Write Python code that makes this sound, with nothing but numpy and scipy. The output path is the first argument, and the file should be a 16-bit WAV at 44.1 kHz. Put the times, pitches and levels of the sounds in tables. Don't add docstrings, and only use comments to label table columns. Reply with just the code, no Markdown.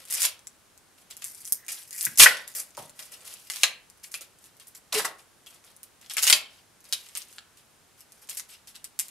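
import sys
import numpy as np
from scipy import signal
from scipy.fft import rfft, irfft, next_fast_len
from scipy.io import wavfile
from scipy.ndimage import map_coordinates

SR = 44100
rng = np.random.default_rng(int(sys.argv[2]) if len(sys.argv) > 2 else 0)


def put_to_file(sound):
    columns = np.atleast_2d(sound).T
    safe = np.clip(columns, -1, 1)
    whole_steps = np.round(safe * 32767)
    wavfile.write(sys.argv[1], SR, whole_steps.astype(np.int16))


N = 401310

# start in seconds, pull length in seconds, crackle level at the start in dB,
# crackle level at the end in dB, crunch over crackle in dB, base over crackle in dB; all before the mix.
TEARS = [(0, .03, -45.5, -53, 0, -5), (.054, .04, -52.5, -46.5, -5.5, -11),
         (0.099, .06, -33.5, -29.5, -7, -21), (0.168, 0.081, -34, -23, -2, -17.5),
         (.975, 0.041, -60, -59, -1, -10), (1.1, .015, -48, -44.5, -0.5, -11),
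         (1.167, .04, -52.5, -55, -6, -20), (1.218, .022, -39.5, -48.5, 0, -17),
         (1.243, .075, -38.5, -51.5, -16, -25), (1.32, .12, -51.5, -50.5, -12.5, -34),
         (1.45, .05, -41, -46.5, -21, -42), (1.523, .022, -38.5, -42.5, -26, -43),
         (1.682, .15, -31.5, -49, -6, -21), (1.865, .05, -55.5, -59, -9, -20),
         (1.911, .14, -48.5, -28.5, -15.5, -29.5), (2.073, .09, -41.5, -55.5, -8, -12.5),
         (2.173, 0.013, -29, -22, -14, -26), (2.188, .009, -23.5, -13, -8, -20),
         (2.197, .045, -2, -10.5, -4, -29), (2.262, 0.19, -30, -58.5, 5, 2),
         (2.472, .065, -43.5, -57.5, -5, -19), (2.55, .055, -34, -33.5, -12, -15.5),
         (2.66, .08, -59.5, -62.5, -7.5, -16), (2.772, .16, -44.5, -65.5, -2, -2),
         (2.99, 0.12, -42.5, -58, -2, -8), (2.95, 0.038, -59, -51, -8, -7.5),
         (3.118, 0.024, -38.5, -45.5, -3.5, -10), (3.15, 0.13, -55, -58, -3.5, -1.5),
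         (3.244, 0.094, -44.5, -45, -3, -11), (3.35, .05, -53.5, -53.5, 0.5, -16.5),
         (3.41, .07, -57.5, -52.5, -5.5, -21), (3.499, .105, -37.5, -42, -2.5, -28.5),
         (3.61, .015, -39, -35.5, -1, -33), (3.634, .04, -25.5, -44, 3, -16.5),
         (4.03, .025, -49, -45, -10, -29), (4.113, .02, -44.5, -46.5, -12, -36),
         (4.141, .025, -29, -47.5, -5.5, -28), (4.208, .05, -41, -60.5, -2, -12.5),
         (4.4, .065, -65, -52, -8, -25), (4.597, .03, -51, -55, -1.5, -20),
         (4.667, 0.015, -54, -51, -16, -31), (4.747, 0.015, -39, -50.5, -9.5, -27),
         (4.924, 0.064, -31, -26, 1.5, -2), (4.985, 0.046, -28.5, -40, -3.5, -3),
         (5.046, .012, -26, -36, -2.5, 3), (5.183, 0.045, -49, -67.5, -3.5, -7.5),
         (5.464, .035, -43, -60, -14, -18.5), (5.5, 0.051, -56.5, -54.5, -3, -5.5),
         (5.638, 0.082, -57, -62.5, 0, 0), (5.83, .012, -45, -54.5, -5.5, -22),
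         (6.01, .065, -56, -57, 1, -8.5), (6.098, 0.049, -38, -45.5, 1, -28),
         (6.168, 0.051, -28.5, -38.5, 1, -35), (6.223, .035, -23.5, -24, -4.5, -20.5),
         (6.267, 0.014, -18.5, -21, -0.5, -30.5), (6.299, .02, -10.5, -22.5, -2.5, -22),
         (6.326, 0.072, -17.5, -46, 2, -16.5), (6.5, .1, -59.5, -64.5, 3, -14.5),
         (6.84, 0.088, -57.5, -56.5, -1.5, -4), (6.926, .018, -27, -36, -3.5, -27),
         (6.962, .18, -52.5, -56.5, 0, -17), (7.153, .11, -34, -60.5, -2.5, -34),
         (7.27, 0.11, -59, -57.5, -2.5, -13.5), (7.57, .03, -56, -61, -1.5, -16),
         (7.973, 0.039, -58, -58.5, -5, -13), (8.112, .08, -63.5, -64, -6, -10),
         (8.215, 0.014, -57, -50.5, -4.5, -5), (8.288, .07, -35, -49, -4, -19),
         (8.369, .026, -35, -40, -7.5, -24), (8.484, .06, -51, -47.5, -3.5, -17),
         (8.672, 0.048, -46.5, -60.5, -2, -16.5), (8.744, 0.028, -45, -57.5, 0.5, -14),
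         (8.843, .03, -38.5, -66, 0, -26), (8.99, .05, -23, -54, -5, -37), (9.045, .055, -52, -54, -5, -13)]
# crackle, crunch, base and fizz, each in dB per second.
LET_GO = (480, 332, 380, 520)
# frequency in Hz, relative density in dB per Hz.
CRACKLE = [(880, -42), (1500, -11), (2240, -4), (3310, -28.5), (4710, -1.5), (6010, -0.5), (9420, 3),
           (12100, 4.5), (15500, -11)]
# frequency in Hz, relative density in dB per Hz.
CRUNCH = [(150, -47.5), (400, -22.5), (900, -7.5), (1900, -4.5), (2800, 3.5), (4000, 1.5), (5500, -1),
          (9000, -33.5)]
# frequency in Hz, width in Hz, relative level in dB.
BOARD = [(185, 14, -18.5), (435, 56, -7), (607, 240, 0), (858, 50, -2), (1070, 60, 1.5), (1350, 73, 5.5),
         (1970, 330, 2.5)]
# start in seconds, tick peak in dB before panning, centre in Hz, nominal length in ms.
SNAPS = [(0.053, -29, 7590, 2.8), (.085, -33, 8600, 1.9), (0.1014, -26, 9100, 2.7),
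         (.111, -14.5, 9500, 1.5), (0.1246, -13.5, 8340, 5.8), (0.1394, -12.5, 7800, 2.4),
         (.152, -12.5, 8820, 2.7), (0.2043, -14.5, 8516, 4.3), (0.2189, -8, 7960, 3.9),
         (0.2312, -9.5, 8740, 2.4), (0.2516, -9, 8250, 6.8), (0.3923, -38, 6450, 1.7),
         (.471, -23, 7000, 1.14), (0.7773, -33.5, 8700, 0.44), (1.11, -29, 7300, 5.1),
         (1.133, -35.5, 7900, 1.6), (1.168, -28.5, 8800, 1.8), (1.2216, -29, 7160, 4.9),
         (1.243, -15.5, 9400, 1), (1.266, -24.5, 10290, 2), (1.2824, -29.5, 8170, 2),
         (1.299, -33, 9220, 1.7), (1.3132, -32.5, 10170, 1.8), (1.3486, -28, 8800, 1.6),
         (1.38, -32, 9290, 1), (1.4188, -32, 9500, 1.6), (1.448, -27, 9190, 2.1),
         (1.4532, -22.5, 8800, 1.2), (1.4766, -22, 7800, 1.2), (1.5235, -0.5, 12500, .8),
         (1.649, -37.5, 8230, 1.1), (1.665, -33.5, 8780, 3.4), (1.6821, -23.5, 7340, 2.8),
         (1.829, -33, 7810, 1.2), (1.9085, -22.5, 8200, 2), (1.9292, -23, 8160, 1.9),
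         (1.9481, -24.5, 10880, 1.1), (1.9643, -21, 9506, 2.8), (1.99, -21, 9100, 2),
         (2.01, -13.5, 8000, 1.5), (2.0287, -6.5, 9400, 0.34), (2.0481, -17, 9170, 2.9),
         (2.0527, -3.5, 11000, 1.3), (2.118, -26.5, 10200, 0.55), (2.158, -27, 8300, .8),
         (2.1737, -18, 9400, 1.7), (2.176, -11, 7600, 1.2), (2.1913, -6.5, 7140, 3), (2.1965, 2, 7620, 2.7),
         (2.37, -28, 6030, 3.6), (2.4781, -25, 9534, 2.2), (2.54, -34, 8390, 1.7), (2.5499, -26, 8400, 6.8),
         (2.5529, -21.5, 9100, 3.5), (2.7065, -39, 7493, 1.3), (2.7498, -41.5, 5350, 2.6),
         (2.77, -30.5, 7104, 1.8), (2.792, -33, 7440, 2.8), (2.8245, -31.5, 7950, 3.8),
         (2.8952, -35.5, 7430, 3), (2.9922, -32.5, 7804, 5.5), (3.0263, -30, 7195, 2.1),
         (3.055, -34, 8790, 2), (3.14, -33, 6400, 1.9), (3.2071, -41.5, 5935, 3), (3.3392, -26, 8400, 2.6),
         (3.5, -15.5, 5900, 3.8), (3.5201, -26, 6500, 2.7), (3.5365, -26, 6296, 2.2),
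         (3.5607, -20, 6030, 1.4), (3.634, -2.5, 4000, 4.4), (3.9, -35.5, 7910, 2.2),
         (3.975, -43, 10000, 1.5), (3.999, -46, 8404, 1.4), (4.0357, -32.5, 7600, .7),
         (4.0427, -27.5, 5610, 1.5), (4.118, -31, 8500, 3.5), (4.141, -19.5, 5560, 3.1),
         (4.2099, -25.5, 7900, 2.1), (4.3876, -41.5, 10000, 1.5), (4.4413, -40, 7195, 2.3),
         (4.5684, -40.5, 9444, 1.5), (4.5988, -36, 7230, 2.2), (4.6715, -38.5, 9500, 3.4),
         (4.6808, -32.5, 12330, 3.9), (4.75, -36, 7800, 4.3), (4.924, -29, 4800, 4.5),
         (4.9267, -17.5, 5007, 3.4), (5.0512, -22.5, 5360, 5.5), (5.4627, -37.5, 5400, 1.9),
         (5.6412, -41, 5100, 1.3), (5.7653, -33, 10110, .5), (5.832, -26, 11100, 1),
         (6.014, -36, 7820, 2.7), (6.062, -39, 5200, 2.7), (6.098, -23.5, 6744, 1.7),
         (6.137, -20.5, 10000, 1.7), (6.169, -12, 8300, 1.4), (6.1827, -12.5, 6630, 4.8),
         (6.1922, -13, 5230, 0.79), (6.22, -19.5, 8420, 2.3), (6.2267, -12.5, 8050, 2),
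         (6.2331, -7.5, 8040, 1.6), (6.2405, -8.5, 7585, 2.2), (6.2688, -9, 6400, 4.5),
         (6.2756, -6.5, 6200, 3.7), (6.2995, 3, 7250, 1.4), (6.3265, 1.5, 4983, 2.6),
         (6.8055, -41, 9035, 1.3), (6.853, -39, 5000, 2.5), (6.9257, -8, 4800, 0.48),
         (6.9336, -13, 6440, 1.2), (7.088, -36, 7304, 4.4), (7.1523, -18, 6700, 1.1),
         (7.1735, -12, 9370, 0.82), (7.2192, -29.5, 5197, 1.4), (7.3275, -34.5, 7980, 3.3),
         (7.384, -29.5, 4370, 1.3), (8.0071, -35, 9370, 2.4), (8.121, -34.5, 9600, 2.6),
         (8.273, -42, 7270, 3), (8.2916, -31, 7305, 4.4), (8.2967, -20, 8300, 1.9),
         (8.3494, -25.5, 10100, .9), (8.3714, -20.5, 9290, 2.3), (8.3747, -16.5, 8286, 0.92),
         (8.397, -20.5, 5910, 2.6), (8.673, -35, 6794, 2.7), (8.762, -37.5, 4110, 4.2),
         (8.8432, -25, 8424, 3.5), (8.991, -14, 9020, 2.6), (8.997, -10, 9000, 2.8),
         (9.0839, -29, 8600, 1.4)]
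# start in seconds, peak in dB before panning, ring in Hz,
# 60 dB decay of the contact in seconds.
KNOCKS = [(1.682, -36, 2200, .034), (2.064, -24.5, 1940, 0.044), (2.064, -42.5, 174, 0.094),
          (2.176, -29, 5336, 0.042), (2.19, -35, 243, 0.056), (2.258, -1.5, 1816, .035),
          (2.265, -6, 1967, 0.023), (2.774, -32, 850, .036), (2.774, -34, 640, 0.11),
          (2.779, -46.5, 185, .19), (3.6339, -12.5, 3950, 0.094), (3.634, -15.5, 1904, 0.074),
          (4.042, -40.5, 2345, .037), (4.143, -30.5, 2620, 0.056), (4.208, -50, 623, .022),
          (4.926, -33, 890, 0.1), (4.94, -39, 250, 0.16), (4.995, -22, 1350, 0.046),
          (5.046, -23.5, 1130, .07), (5.048, -25, 1700, .07), (5.466, -38.5, 3070, 0.044),
          (6.167, -23, 2000, .05), (6.326, -42, 329, .025), (6.327, -10, 4136, .05), (6.927, -22, 3660, .1),
          (7.153, -34, 2870, 0.059), (7.381, -40, 1600, 0.021)]
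# start in seconds, peak in dB before panning, pitch in Hz,
# 60 dB decay of the contact in seconds.
SQUEAKS = [(1.57, -57.5, 1920, .11), (1.62, -51, 1880, .11), (1.91, -48.5, 1870, .26),
           (8.504, -48, 7950, .08)]
# start in seconds, end in seconds, pitch in Hz,
# level in dB before panning and its shares in the mix.
HOLLOW_NOTE = (4.945, 5.008, 428, -24)
# delay in seconds, level in dB before panning, left-right difference in dB.
WALLS = [(.0043, -5.5, 3.5), (.0068, -12.5, -11), (0.0121, -14, 1), (.016, -30.5, -2), (.0228, -25, 8.5),
         (.031, -26.5, -4.5)]
# frequency in Hz, 60 dB decay time in seconds.
ROOM_DECAY = [(200, 0.46), (1000, 0.38), (3000, 0.33), (6000, 0.22), (12000, 0.2)]
# frequency in Hz, shared over separate sound in dB.
SHARED = [(300, 10), (1500, 0.5), (10000, 0)]
# frequency in Hz, relative density in dB per Hz.
HISS = [(15, -35.5), (25, -8.5), (101, -1), (152, -2), (322, -4), (359, -2.5), (509, -6), (631, -5.5),
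        (1580, -7), (1900, -9.5), (4380, -12), (10600, -11.5), (15500, -19)]
# frequency in Hz, left-right correlation (no unit).
ALIKE = [(30, .6), (300, 0.31), (2000, 0.6), (12000, 0.27)]

GRIP_S = .0015
FIZZ_HZ = 9500
USUAL_CRUNCH_DB, DULLS = -10, 0.25
SNAP_PAN_DB = .5
BODY_DB, BODY_HZ, BODY_MS = -8, 6020, 2.1
THINS_DB, SWELLS_DB = 22, 5
BODY_TOP_DB = -1
KNOCK_WIDTH, KNOCK_DAMP_HZ = 0.24, 260
CONTACT_S, CONTACT_CYCLES = 0.00091, 0.43
SQUEAK_WIDTH_HZ, SQUEAK_RISE_S = 320, .012
SCATTER_S = .0015
HISS_DB = -61.5
TOP_HZ = 15665


def tearing():
    t = np.arange(SR) / SR
    power = np.zeros((4, N + SR))
    for start_s, length_s, first_db, last_db, crunch_db, base_db in TEARS:
        pull_db = first_db + (last_db - first_db) * np.clip(t / length_s, 0, 1)
        fizz_db = DULLS * (USUAL_CRUNCH_DB - crunch_db)
        over_db = np.array([[0], [crunch_db], [base_db], [fizz_db]])
        fade_db = np.outer(LET_GO, np.clip(t - length_s, 0, 1))
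        level = amp(pull_db - fade_db + over_db) * (1 - np.exp(-t / GRIP_S))
        start = round(start_s * SR)
        power[:, start:start + SR] += level ** 2
    crackle_gain, crunch_gain, base_gain, fizz_gain = np.sqrt(power[:, :N])
    fine = cells(2500, spread_db=2.5, clump_db=4.0, smooth=0.32, spectrum=CRACKLE)
    fizz = filtered(fine, lambda hz: 1 / (1 + (FIZZ_HZ / (hz + 1)) ** 6))
    crackle = crackle_gain * (fine - fizz) + fizz_gain * fizz
    crunch = crunch_gain * cells(1200, spread_db=4.5, clump_db=4.0, smooth=0.93, spectrum=CRUNCH)
    shaken = filtered(rng.standard_normal(N), lambda hz: board(hz) * mode(hz, 460, 1400))
    base = base_gain * unit(shaken)
    return sides(0.6) * (amp(-1.5) * crackle + amp(-4.5) * crunch + amp(-7.5) * base)


def cells(rate, spread_db, clump_db, smooth, spectrum):
    happens = rng.random(N) < rate / SR
    bursts = happens * amp(spread_db * rng.standard_normal(N)) * rng.choice([-1, 1], N)
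    clumps = map_coordinates(rng.standard_normal(N // 200 + 4), [np.arange(N) / 200])
    rub = smooth * rng.standard_normal((2, N))
    pair = amp(clump_db * clumps) * (unit(bursts) + rub)
    return unit(filtered(pair, lambda hz: amp(along(spectrum, hz))))


def snaps():
    out = np.zeros((2, N + SR))
    t = np.arange(SR // 20) / SR
    for start_s, peak_db, centre_hz, length_ms in SNAPS:
        thinning_db = THINS_DB * np.log2(centre_hz / BODY_HZ)
        swelling_db = SWELLS_DB * np.log2(length_ms / BODY_MS)
        body_db = min(BODY_DB - thinning_db + swelling_db, BODY_TOP_DB)
        decay_s = np.clip(.0004 * length_ms, 1e-4, .01)
        noise = rng.standard_normal((3, len(t))) * np.exp(-t / decay_s)
        splinters = noise[0] + 1.1 * noise[1:]
        tick = filtered(splinters, lambda hz: mode(hz, centre_hz, centre_hz) ** 2)
        push = filtered(noise[1], lambda hz: mode(hz, 2900, 3300) ** 2)
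        both = tick / abs(tick.mean(0)).max() + amp(body_db) * push / abs(push).max()
        start = round(start_s * SR)
        out[:, start:start + len(t)] += amp(peak_db) * sides(SNAP_PAN_DB) * both
    return out[:, :N]


def knocks():
    ring, blows = np.zeros(N + SR), np.zeros(N)
    for start_s, peak_db, ring_hz, t60 in KNOCKS:
        start = round(start_s * SR)
        rise_s = CONTACT_S + CONTACT_CYCLES / ring_hz
        width_hz = KNOCK_WIDTH * ring_hz + KNOCK_DAMP_HZ
        ring[start:start + SR // 3] += rubbed(peak_db, ring_hz, width_hz, t60, rise_s)
        blows[start] = amp(peak_db + 8.0) * 0.0024 / rise_s
    jolts = filtered(blows, lambda hz: board(hz) * mode(hz, 1000, 1500))
    return sides(.8) * (ring[:N] + jolts)


def squeaks():
    out = np.zeros(N + SR)
    for start_s, peak_db, ring_hz, t60 in SQUEAKS:
        start = round(start_s * SR)
        out[start:start + SR // 3] += rubbed(peak_db, ring_hz, SQUEAK_WIDTH_HZ, t60, SQUEAK_RISE_S)
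    return sides(.8) * out[:N]


def rubbed(peak_db, ring_hz, width_hz, t60, rise_s):
    t = np.arange(SR // 3) / SR
    swell = (1 - np.exp(-t / rise_s)) ** 2
    contact = amp(-60 * t / t60) * swell * rng.standard_normal(len(t))
    body = filtered(contact, lambda hz: mode(hz, ring_hz, width_hz) ** 2)
    return amp(peak_db) * body / abs(body).max()


def board(hz):
    return sum((-1) ** k * amp(db) * mode(hz, centre_hz, width_hz)
               for k, (centre_hz, width_hz, db) in enumerate(BOARD))


def hollow_note():
    start_s, end_s, ring_hz, db = HOLLOW_NOTE
    t = np.arange(N) / SR
    swell = np.sin(np.pi * np.clip((t - start_s) / (end_s - start_s), 0, 1)) ** 1.5
    return sides(0.68) * amp(db) * swell * np.sin(2 * np.pi * ring_hz * t)


def studio(x):
    early = np.zeros((2, N))
    for delay_s, db, pan_db in WALLS:
        delayed = np.pad(x, ((0, 0), (round(delay_s * SR), 0)))[:, :N]
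        early += amp(db) * sides(pan_db) * delayed
    answer, step = np.zeros((2, N + 2 * SR)), SR // 20
    early = np.pad(early, ((0, 0), (0, 2 * step)))
    mono = np.pad(x.mean(0), (0, 2 * step))
    fade = np.hanning(2 * step) ** .5
    for start in range(0, N, step):
        block = slice(start, start + 2 * step)
        near = signal.fftconvolve(early[:, block] * fade, scatter(), axes=1)
        tail = room_tail()
        wet = signal.fftconvolve((mono[block] * fade)[None], tail, axes=1)
        answer[:, start:start + near.shape[1]] += near
        late = start + 200
        answer[:, late:late + wet.shape[1]] += amp(-8.5) * wet
    return x + answer[:, :N]


def scatter():
    t = np.arange(SR // 100) / SR
    noise = rng.standard_normal((3, len(t)))
    difference = np.gradient(noise[:2], axis=1)
    blur = (noise[2] + difference) * np.exp(-t / SCATTER_S)
    return blur / np.linalg.norm(blur, axis=1, keepdims=True)


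def room_tail():
    hz, t, z = signal.stft(rng.standard_normal((3, SR // 2)), SR, nperseg=256)
    shared = amp(along(SHARED, hz))[:, None] * z[2]
    decay = amp(-60 * t / along(ROOM_DECAY, hz)[:, None])
    tail = signal.istft((z[:2] + shared) * decay, SR, nperseg=256)[1]
    return tail / np.linalg.norm(tail[0])


def hiss():
    def shape(hz):
        turn = np.arccos(np.clip(along(ALIKE, hz), -1, 1)) / 2
        return amp(along(HISS, hz)) * [np.cos(turn), np.sin(turn)]

    mid, side = filtered(rng.standard_normal((2, N)), shape)
    return amp(HISS_DB) / np.std(mid) * np.array([mid + side, mid - side])


def amp(db):
    return 10 ** (np.asarray(db) / 20)


def unit(x):
    return x / np.sqrt(np.mean(x ** 2) + 1e-20)


def along(points, hz):
    f, v = np.transpose(points)
    return np.interp(np.log(hz + 1), np.log(f + 1), v)


def filtered(x, response):
    m = next_fast_len(x.shape[-1] + 8192)
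    spectrum = rfft(x, m) * response(np.fft.rfftfreq(m, 1 / SR))
    return irfft(spectrum, m)[..., :x.shape[-1]]


def mode(hz, centre_hz, width_hz):
    return 1j * hz * width_hz / (centre_hz ** 2 - hz ** 2 + 1j * hz * width_hz)


def sides(db):
    return amp([[db / 2], [-db / 2]])


def scene():
    hollow = hollow_note()
    handling = tearing() + snaps() + knocks() + squeaks()
    return studio(handling + 0.17 * hollow) + 0.76 * hollow + hiss()


def record(dry):
    heard = filtered(dry, lambda hz: 1 / (1 + (hz / 15000) ** 8))
    overloaded = heard / (1 + abs(heard) ** 8) ** (1 / 8)
    limited = filtered(overloaded, lambda hz: np.where(hz < TOP_HZ, 1, .02))
    return np.clip(limited, -1, 1)


dry = scene()
out = record(dry)
put_to_file(out)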